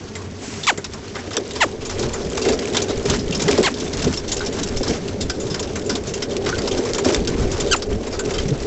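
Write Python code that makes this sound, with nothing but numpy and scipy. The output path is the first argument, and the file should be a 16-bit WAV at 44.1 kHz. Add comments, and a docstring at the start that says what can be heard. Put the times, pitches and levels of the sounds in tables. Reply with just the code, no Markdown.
"""Loose metal fittings clatter at every jolt of a light pony cart on grass, heard from the driver's seat.
Impacts excite the modes of the fittings, the frame and a loose bar; the hollow footboard box resonates,
droning and thumping. The reins swish once, and four times the driver urges the pony on with a squeak of
pursed lips, a fast train of pulses. Wheels and wind rumble as low bands of noise over a faint far hum."""
import sys
import numpy as np
from scipy import signal
from scipy.io import wavfile
from scipy.ndimage import uniform_filter1d

SR = 44100
rng = np.random.default_rng(int(sys.argv[2]) if len(sys.argv) > 2 else 0)


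def file_out(sig):
    """Save sig as 16-bit WAV at sys.argv[1]."""
    # one column per channel
    cols = np.atleast_2d(sig).T
    # limit, then scale
    lim = np.clip(cols, -1, 1)
    pcm = np.round(lim * 32767).astype(np.int16)
    wavfile.write(sys.argv[1], SR, pcm)


N = 381906

# Jolts of the cart: (time [s], level [dB], brightest pitch [Hz], relative knock [dB], relative snap [dB])
JOLT_EVENTS = [(0.153, -24.5, 7450, -3, 5), (0.632, -17, 3740, -12, -2), (0.648, -28, 7300, -14, 12),
               (0.775, -15.5, 7100, -2, 1), (0.843, -6.5, 5410, -11, -3), (0.9353, -22.5, 5400, -3, 10),
               (1.1505, -27, 3280, 4, 3), (1.308, -29, 3580, 1, 8), (1.334, -29, 5200, -2, 8),
               (1.368, -3, 3400, -1, 4.5), (1.5088, -26, 3600, -8, 13), (1.535, -39, 4300, -17, 10),
               (1.5546, -18.5, 4900, -7, -5), (1.7425, -42, 3100, 0, 10), (1.8494, -17, 6700, -12, -7),
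               (1.8914, -17, 5550, -9.5, -15), (1.9914, -11.5, 6200, -15, -9), (2.026, -14, 4400, -5, -7),
               (2.134, -21.5, 6700, -3, 0), (2.373, -1.5, 2600, -10, -11), (2.4134, -11.5, 4600, -19, -15),
               (2.451, -13, 4140, 4, 0), (2.486, 1, 2800, -11, -11), (2.5272, -13, 5600, -14, -9),
               (2.7459, -5, 3140, -3, -7.5), (2.768, 8, 3670, -19, -11), (2.818, -5, 6300, -20, -13),
               (2.889, -17.5, 3450, -3, -2), (3.053, -12, 3140, -6.5, -12), (3.098, 3, 6900, -18, -12),
               (3.1894, -20, 5140, -15, -5), (3.323, -15, 3020, -13, -4), (3.3482, -11, 5070, -7.5, -6),
               (3.3944, -11, 4030, -12, -13), (3.418, -6, 7080, -16, -12), (3.481, 0, 3130, -0.5, -8),
               (3.577, 1, 4900, -4, -7), (3.7409, -16.5, 4980, -32, 6), (3.797, -12, 5500, -27, -10),
               (3.932, -15, 5170, -6, 1), (3.992, -20, 4870, -11, 2), (4.024, -15.5, 5230, -18, 6),
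               (4.042, -7.5, 6240, -7, -4), (4.136, -12.5, 7600, -17, -5), (4.1717, -13, 5670, -16, -1),
               (4.2776, -13.5, 5800, -36, -14), (4.315, 3, 7070, -32, -25.5), (4.367, -11, 5930, -17, -4),
               (4.406, -22, 3950, -5, -6), (4.4607, -15.5, 5530, -27, -3), (4.526, -21.5, 7450, -13, 3),
               (4.63, -8.5, 6200, -18, -8), (4.767, -12.5, 5270, -18, -9), (4.83, -13, 5400, -9, -2),
               (4.879, -9.5, 5100, -23, -2), (5.0792, -25.5, 4870, -24, 14), (5.206, -10, 3700, -21, -16),
               (5.297, -6.5, 4700, -8.5, -5.5), (5.3976, -25, 6850, -11, -6), (5.468, -24, 6600, -7.5, 3),
               (5.498, -22.5, 5160, -11, -12), (5.5433, -10.5, 5100, -5, 1), (5.5944, -14, 6900, -8, 0),
               (5.627, -19, 5300, -6.5, 1), (5.754, -20, 6900, -4, -6), (5.859, -26.5, 7400, -18, 1),
               (5.893, -5, 5100, -12, -17), (5.952, -9.5, 3950, -11, -8), (6.068, -20, 6100, -17, -12),
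               (6.137, -15, 6600, -14, -4), (6.2205, -12, 5150, -12, -10), (6.3061, -25, 3200, -15, 3),
               (6.3664, -15, 5700, -7, 11), (6.46, -12, 3460, -5.5, -8), (6.49, -12, 6400, -1, 0),
               (6.5825, -13.5, 4900, -4, -4), (6.674, -4.5, 5300, -12, -10), (6.711, -10.5, 3170, -14, -12),
               (6.773, -13, 5300, -10, -9), (6.851, -18, 6750, -6, 1), (6.9345, -12, 6540, -12, 9.5),
               (6.947, -12, 6600, -8, -2), (6.982, -9, 7150, -2, -4), (7.045, -6, 5400, -7, -12),
               (7.121, -11, 5400, -8, -20), (7.1458, 1, 3500, -11, 6), (7.273, -5, 5140, -15, -4),
               (7.5137, -13.5, 6260, -27, -7), (7.6004, -8, 7100, -12.5, -8), (7.668, -21, 3700, -20, -12),
               (7.728, -17, 2800, -6, -8), (7.7612, -9, 7000, -13, -2), (7.8214, -6, 4930, -10, -7),
               (8.068, -24, 6800, -3, 4), (8.1236, -21.5, 5000, -5.5, -12), (8.191, -14, 7500, -8, -4),
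               (8.305, -17.5, 7140, -5.5, -2), (8.336, -17, 5270, -9, -11), (8.3825, -12, 3040, -4.5, 0),
               (8.481, -25, 6230, -15, 5)]
# Modes of the metal fittings: (frequency [Hz], T60 [s])
FITTING_MODES = [(2370, .022), (2750, .022), (3170, .028), (3550, .036), (3850, .028), (4300, .022),
                 (4700, .026), (5100, .032), (5420, .034), (5800, .024), (6200, .024), (6650, .022),
                 (7070, .04), (7500, .022)]
# Modes of the frame: (frequency [Hz], level [dB], T60 [s])
FRAME_MODES = [(730, 0, 0.03), (969, 1, 0.035), (1220, -2, 0.03), (1580, -3, 0.022), (2043, 6, 0.02)]
# Thumps on the footboard box: (time [s], push level [dB], chassis thud level [dB])
THUMP_EVENTS = [(0.777, -8, -17), (1.155, -34, -36), (1.273, -12, -48), (1.371, -4, -43), (1.558, -16, -28),
                (1.743, -21, -33), (1.993, -10, -31), (2.452, -7, -33), (2.493, 1.5, -28), (2.743, -6, -36),
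                (2.892, -2, -36), (3.05, -3, -36), (3.116, -18, -14.5), (3.483, 2, -18), (3.579, 6.5, -33),
                (3.599, 2.5, -40), (4.063, 0, -5), (4.479, -13, -22), (4.804, -1.5, -24), (4.905, -3, -18),
                (5.051, -11.5, -28), (5.545, -20, -36), (5.897, -10, -33), (6.464, -14, -40),
                (6.527, -20, -35), (6.786, -1, -36), (6.98, -27, -26), (7.057, 8, -23), (7.12, -25, -16),
                (7.612, -11, -27), (7.91, -6, -39), (8.45, -22, -14.5), (8.513, -5, -6)]
# Resonances of the box: (frequency [Hz], bandwidth [Hz], gain [dB])
BOX_MODES = [(250.6, 41, -8), (346, 38.4, -4.5), (402, 41.5, 0.5), (467, 86, -6), (568, 61, -9),
             (748, 177, -22)]
# Touches on the loose bar: (time [s], level [dB])
CLANK_EVENTS = [(2.7694, -27), (4.4054, -27), (5.2987, -23.5), (5.5442, -27), (5.9, -23), (6.224, -28),
                (6.464, -19), (6.5252, -18), (7.2774, -31), (7.4272, -33), (8.1938, -29)]
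# Modes of the bar: (frequency [Hz], level [dB], T60 [s])
BAR_MODES = [(1448, 1, 0.077), (1532, 0.5, 0.13)]
# Lip squeaks, one contour each: (time [s], flap rate [Hz], level [dB], brightness [Hz])
SQUEAK_CONTOURS = [
    [(0.668, 844, -12, 8000), (0.672, 1047, -20, 7000), (0.677, 1310, -11, 4000), (0.69, 984, -7, 4000),
     (0.705, 748, -7.5, 2920), (0.713, 522, -23, 1230), (0.734, 246, -21, 400)],
    [(1.603, 1096, -29, 5030), (1.61, 1057, -15.5, 3960), (1.62, 930, -6.5, 3750), (1.635, 685, -7.5, 2980),
     (1.646, 517, -13.5, 1310), (1.652, 380, -18, 605), (1.669, 219, -19, 300)],
    [(3.634, 795, -18, 5030), (3.646, 1134, -17, 4970), (3.652, 1107, -12.5, 5060),
     (3.664, 994, -13.5, 4970), (3.668, 904, -10.5, 4100), (3.684, 604, -14.5, 3060),
     (3.692, 473, -20, 1000)],
    [(7.712, 1654, -16, 7000), (7.717, 1472, -14.5, 7000), (7.728, 1535, -8, 6860), (7.733, 1320, -9, 6900),
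     (7.737, 1457, -8, 4000), (7.748, 1050, -15, 2220), (7.759, 570, -21, 1200)],
]
# Steady levels of the ride: (time [s], box drone [dB], wheels [dB], fine clatter [dB], wind [dB])
RIDE_LEVELS = [(0.0, -39.5, -35.5, -41.5, -66), (1.08, -37.5, -34.5, -39.5, -59),
               (1.44, -32, -37.5, -38, -52), (1.78, -29, -32.5, -36.5, -37), (2.14, -29.5, -33, -36, -30),
               (2.77, -22, -28, -31, -59), (3.18, -27, -27.5, -37.5, -39), (3.5, -24, -21, -33, -39),
               (3.74, -28.5, -28, -32.5, -35), (4.58, -28.5, -31, -34.5, -33),
               (5.55, -28.5, -30.5, -39.5, -42), (6.25, -28.5, -32.5, -38, -39.5),
               (6.751, -20.5, -28.5, -34, -32), (7.14, -22.5, -28.5, -34.5, -44),
               (7.35, -24, -22.5, -33.5, -23.5), (7.62, -23.5, -30, -31, -27.5),
               (8.05, -26, -40, -40.5, -35), (8.66, -24.5, -27, -33.5, -27)]
# Lurches over bumps: (peak time [s], box drone [dB], wheels [dB], fine clatter [dB])
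LURCH_SWELLS = [(1.39, -24.5, -57, -38), (2.037, -22.5, -29, -31), (2.489, -14, -41, -22.5),
                (2.78, -27, -28, -26.5), (3.116, -25, -16.5, -22), (3.513, -15, -38, -21.5),
                (3.608, -19, -22, -19.5), (4.083, -40, -16.5, -31), (4.894, -20, -23, -24.5),
                (5.911, -24.5, -28, -36), (6.48, -26, -25, -30), (7.098, -16, -44, -25),
                (7.19, -23, -18.5, -31.5), (7.421, -21, -35, -35), (7.659, -20.5, -27, -38),
                (7.919, -33, -26, -39), (8.27, -29, -23, -38), (8.5, -46, -21.5, -55)]
# Buffets of wind on the microphone: (peak time [s], level [dB])
WIND_BUFFETS = [(2.51, -26), (2.99, -25), (3.251, -26), (4.0, -24.5), (4.768, -19), (5.27, -23.5),
                (6.55, -28), (7.2, -25), (7.43, -16.5), (7.7, -28), (7.93, -19.5), (8.4, -22.5)]
# Spectrum of the fine clatter: (frequency [Hz], relative density [dB])
CLATTER_SPECTRUM = [(290, -40.5), (500, -16), (660, -4.5), (1060, -8), (2120, -10.5), (2300, -10.5),
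                    (3210, -14.5), (7290, -13), (7900, -19.5), (10300, -62.5), (17400, -120)]
# Spectrum of the wheel rumble: (frequency [Hz], relative density [dB])
RUMBLE_SPECTRUM = [(38, -16.5), (65, -14), (211, -12.5), (246, -13), (330, -10.5), (430, -37.5),
                   (730, -120)]
# Resonances of the far hum: (frequency [Hz], T60 [s], level [dB])
HUM_MODES = [(93.8, 0.51, -39), (214.6, 0.43, -43.5)]

JOLT_T60_S, MEAN_JOLT_DB, USUAL_SNAP_DB = 0.084, -17.5, -2.5   # the typical jolt
THUMP_T60_S, THUD_HZ, THUD_T60_S = 0.07, 139, 0.067


def jolts():
    """Impact excitation: each jolt snaps, scrapes the fittings into ringing and knocks the frame."""
    s, db, pitch, knock_db, snap_db = np.transpose(JOLT_EVENTS)
    slowness = from_db(-0.5 * (snap_db - USUAL_SNAP_DB))   # snappier jolts swell and die sooner
    t60 = slowness * JOLT_T60_S * from_db(-0.67 * (db - MEAN_JOLT_DB))   # harder jolts are briefer
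    scatter = rng.standard_normal((len(s), len(FITTING_MODES) + len(FRAME_MODES)))
    grit = rms_one(rng.standard_normal(N) * from_db(3 * drift(230)))
    snap = band(np.sign(grit) * bursts(s, db + snap_db, t60=0.005, rise_s=0.00013), 1700, 6500)
    scrape = band(grit * bursts(s, db - 8.5, 1.16 * t60, rise_s=0.00053 * slowness ** 2), 2200, 8000)
    knock = band(grit * bursts(s, db + knock_db + 8.5, 1.45 * t60, rise_s=0.0057), 530, 1700)
    fittings, frame = np.zeros((2, N))
    for k, (hz, ring_s) in enumerate(FITTING_MODES):
        off_pitch_db = np.minimum(40 * abs(np.log2(hz / pitch)), 11)
        force = bursts(s, db - off_pitch_db + 3 * scatter[:, k], .8 * t60, rise_s=.0015 * slowness ** 2)
        fittings += ring(np.roll(grit, 999 * k) * force, hz, ring_s)
    for k, (hz, mode_db, ring_s) in enumerate(FRAME_MODES):
        force = bursts(s, db + knock_db + mode_db + 5 * scatter[:, -1 - k], .6 * t60, rise_s=.002)
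        frame += ring(np.roll(grit, 777 * k) * force, hz, ring_s)
    blow = snap + scrape + knock + from_db(-25.5) * fittings + from_db(-31) * frame
    bounce_s = .011 * from_db(2.5 * drift(6.5))   # loose parts bounce once, after an uneven delay
    return blow + from_db(-12) * np.interp(np.arange(N) - SR * bounce_s, np.arange(N), blow)


def thumps():
    """Transient response: a firm push with a rough tail rings the box, and the chassis thuds."""
    s, push_db, thud_db = np.transpose(THUMP_EVENTS)
    push = rng.standard_normal(N) * bursts(s, push_db + 15.5, THUMP_T60_S, rise_s=0.0016)
    push += bursts(s, push_db + 16, t60=0.0028, rise_s=0.0004)
    thud = rng.standard_normal(N) * bursts(s, thud_db - 19, THUMP_T60_S, rise_s=.004)
    thud += bursts(s, thud_db - 26, t60=0.0083, rise_s=0.00099)
    return box(push) + band(ring(thud, THUD_HZ, THUD_T60_S), 76, 600)


def box(drive):
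    """Modal superposition: the broad resonances of the hollow box add with alternating signs."""
    out = 0
    for k, (hz, width_hz, db) in enumerate(BOX_MODES):
        r = np.exp(-np.pi * width_hz / SR)
        feedback = [1, -2 * r * np.cos(2 * np.pi * hz / SR), r * r]
        mode = signal.lfilter((1 - r * r) / 2 * np.array([1, 0, -1]), feedback, drive)
        out += (-1) ** k * from_db(db) * mode
    return out


def clanks():
    """Free vibration: a short hard touch leaves the bar's two close modes ringing."""
    s, level_db = np.transpose(CLANK_EVENTS)
    touch = np.sign(rng.standard_normal(N)) * bursts(s, level_db - 14.5, t60=0.016, rise_s=0.0011)
    return sum(from_db(db) * ring(touch, hz, t60) for hz, db, t60 in BAR_MODES)


def lip_squeaks():
    """Valve oscillation: lips chop indrawn, hissing air into pulses that slow and dull as they slacken."""
    out = np.zeros(N)
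    harmonic = np.arange(1, 16)[:, None]
    for contour in SQUEAK_CONTOURS:
        s, *columns = np.transpose(contour)
        at = np.arange(round(s[0] * SR), round(s[-1] * SR))
        flap_hz, level_db, bright_hz = [np.interp(at / SR, s, c) for c in columns]
        wobble = 1 + .04 * rms_one(uniform_filter1d(rng.standard_normal(len(at)), size=60))
        phase = 2 * np.pi * np.cumsum(flap_hz * wobble) / SR
        hz = harmonic * flap_hz
        weights = harmonic ** 0.36 / (1 + (hz / (0.81 * bright_hz)) ** 4.1)
        weights += 0.34 * bright_hz / 5000 / (1 + ((hz - 7100) / 700) ** 2)   # cavity behind the lips
        pulses = -np.sum(weights * np.cos(harmonic * phase - 0.33 * hz / bright_hz), axis=0)
        pulses /= np.sqrt(np.sum(weights ** 2, axis=0) / 2)
        hiss = (0.33 + 0.037 * bright_hz / 5000) * band(rng.standard_normal(len(at)), 2500, 9000)
        fade = np.minimum(1, np.minimum(at - at[0], at[-1] - at) / (0.00079 * SR))
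        out[at] += from_db(level_db) * fade * (pulses + hiss)
    return out


def rein_swish():
    """Flow noise: reins flicked through the air give a bright hiss that swells and fades."""
    power = swells(np.array([0.453]), np.array([-30.5]), rise_s=0.034, fall_s=0.23)
    hiss = band(rng.standard_normal(N), 4900, 20000) + 0.81 * band(rng.standard_normal(N), 1200, 3000)
    return np.sqrt(power + 1e-12) * rms_one(hiss)


def box_drone(level_db):
    """Forced vibration: random shaking keeps the resonances of the box sounding."""
    return from_db(level_db + drift(6)) * rms_one(box(rng.standard_normal(N)))


def fine_clatter(level_db):
    """Shot noise: countless small touches clump over a hiss of tyres in grass, with lone ticks on top."""
    sizes = from_db(1.7 * np.minimum(rng.exponential(1, (2, N)), 5)) * rng.choice([-1, 1], (2, N))
    touches = sizes * (rng.random((2, N)) < 2500 * from_db(5 * drift(25)) / SR)
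    tyre_hiss = from_db(-3) * rng.standard_normal((2, N))
    gain = from_db(level_db + 1.5 * drift(14))
    clatter = shaped_noise(rms_one(touches) + tyre_hiss, CLATTER_SPECTRUM, flicker_db=1.5, rate_hz=12)
    tick_db = -4 + np.minimum(level_db + 36, 0)   # below -36 dB, ticks fade faster than the clatter
    return gain * (clatter + from_db(tick_db) * ticks(per_s=100))


def ticks(per_s):
    """Poisson impacts: chain links and buckles each give a dry crack and briefly ring one fitting."""
    sizes = from_db(3 * np.minimum(rng.exponential(1, N), 4)) * (rng.random(N) < per_s / SR)
    struck = rng.integers(0, len(FITTING_MODES), N)
    rings = sum(ring(sizes * (struck == k), hz, 0.56 * t60) for k, (hz, t60) in enumerate(FITTING_MODES))
    decay = signal.lfilter([1], [1, -from_db(-60 / (.025 * SR))], sizes + 1e-18)
    crack = band(decay * rng.standard_normal(N), 2200, 9000)
    return rms_one(rms_one(rings) + 1.2 * rms_one(crack))


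def wheel_rumble(level_db):
    """Rolling noise: the wheels give low bands that flicker independently."""
    noise = rng.standard_normal((2, N))
    return from_db(level_db) * shaped_noise(noise, RUMBLE_SPECTRUM, flicker_db=4, rate_hz=10.6)


def wind(level_db):
    """Turbulence: pressure fluctuations on the microphone make a very low rumble."""
    return from_db(level_db) * rms_one(band(rng.standard_normal(N), 2.6, 87))


def far_hum():
    """Narrow-band noise: two sharp resonances give a faint low hum."""
    return sum(from_db(db) * rms_one(ring(rng.standard_normal(N), hz, t60)) for hz, t60, db in HUM_MODES)


def from_db(db):
    """Amplitude ratio of a level in decibels."""
    return 10 ** (np.asarray(db) / 20)


def rms_one(x):
    """Normalisation to unit rms."""
    return x / np.sqrt(np.mean(x ** 2) + 1e-20)


def drift(rate_hz):
    """Slow random modulation: noise through a double one-pole low-pass, unit rms."""
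    r = np.exp(-80 * np.pi * rate_hz / SR)   # one step per 40 samples
    slow = signal.lfilter([1], [1, -2 * r, r * r], rng.standard_normal(N // 40 + 2002))[2000:]
    return np.interp(np.arange(N) / 40, np.arange(len(slow)), rms_one(slow))


def ring(x, hz, t60):
    """Damped oscillator: a unit impulse starts a decaying sine of height 1."""
    r, w = from_db(-60 / (t60 * SR)), 2 * np.pi * hz / SR
    return signal.lfilter([0, np.sin(w)], [1, -2 * r * np.cos(w), r * r], x + 1e-18)


def band(x, low_hz, high_hz):
    """Band-pass filtering."""
    return signal.sosfilt(signal.butter(2, [low_hz, high_hz], "band", fs=SR, output="sos"), x)


def shaped_noise(sources, spectrum, flicker_db, rate_hz):
    """Spectral shaping: flickering half-octave bands, drawn from two sources in turn; unit rms."""
    hz, db = np.transpose(spectrum)
    edges = hz[0] * 2 ** np.arange(0, np.log2(hz[-1] / hz[0]) + .5, .5)
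    out = 0
    for k, (low, high) in enumerate(zip(edges, edges[1:])):
        level_db = np.interp(np.log(low * high) / 2, np.log(hz), db)
        out += from_db(level_db + flicker_db * drift(rate_hz)) * band(sources[k % 2], low, high)
    return rms_one(out)


def bursts(s, levels_db, t60, rise_s):
    """Impact envelope: a quick rise and an exponential decay at each given time."""
    t = np.arange(4500) / SR
    shape = np.full(N + len(t), 1e-18)
    for at, db, fall, rise in np.broadcast(np.round(s * SR).astype(int), levels_db, t60, rise_s):
        shape[at:at + len(t)] += from_db(db - 60 * t / fall) * (1 - np.exp(-t / rise))
    return shape[:N]


def swells(s, levels_db, rise_s, fall_s):
    """Incoherent addition: the summed power of bell-shaped swells around the given times."""
    grid = np.arange(0, N, 64)
    t = grid / SR - s[:, None]
    bells = np.exp(-(t / np.where(t < 0, rise_s, fall_s)) ** 2)
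    power = np.sum(from_db(2 * levels_db)[:, None] * bells, axis=0)
    return np.interp(np.arange(N), grid, power)


def scene():
    """Superposition at one open-air microphone; lurches and buffets add power to the steady ride."""
    s, *ride_db = np.transpose(RIDE_LEVELS)
    steady = [from_db(2 * np.interp(np.arange(N) / SR, s, db)) for db in ride_db]
    lurch_s, *lurch_db = np.transpose(LURCH_SWELLS)
    surges = [swells(lurch_s, db, rise_s=0.028, fall_s=0.049) for db in lurch_db]
    surges.append(swells(*np.transpose(WIND_BUFFETS), rise_s=0.037, fall_s=0.037))
    drone_db, rumble_db, clatter_db, wind_db = 10 * np.log10(np.add(steady, surges))
    background = box_drone(drone_db) + wheel_rumble(rumble_db) + wind(wind_db) + far_hum()
    cart = jolts() + thumps() + clanks() + rein_swish() + fine_clatter(clatter_db)
    return (cart + lip_squeaks() + background)[None]


def record(dry):
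    """Compression: the gain ducks after loud moments and recovers; peaks are rounded, the top is cut."""
    level_db = 10 * np.log10(uniform_filter1d(dry[0] ** 2, size=400) + 1e-9)
    release_db = 43 * np.arange(N) / SR   # the held level falls 43 dB per second
    held_db = np.maximum.accumulate(level_db + release_db) - release_db
    duck_db = signal.lfilter([.004], [1, -.996], .3 * np.maximum(held_db + 24, 0))
    rounded = 1.428 * np.tanh(dry * from_db(-duck_db) / 1.379)
    return signal.sosfilt(signal.cheby2(16, 75, 8850, fs=SR, output="sos"), rounded)


dry = scene()
out = record(dry)
file_out(out)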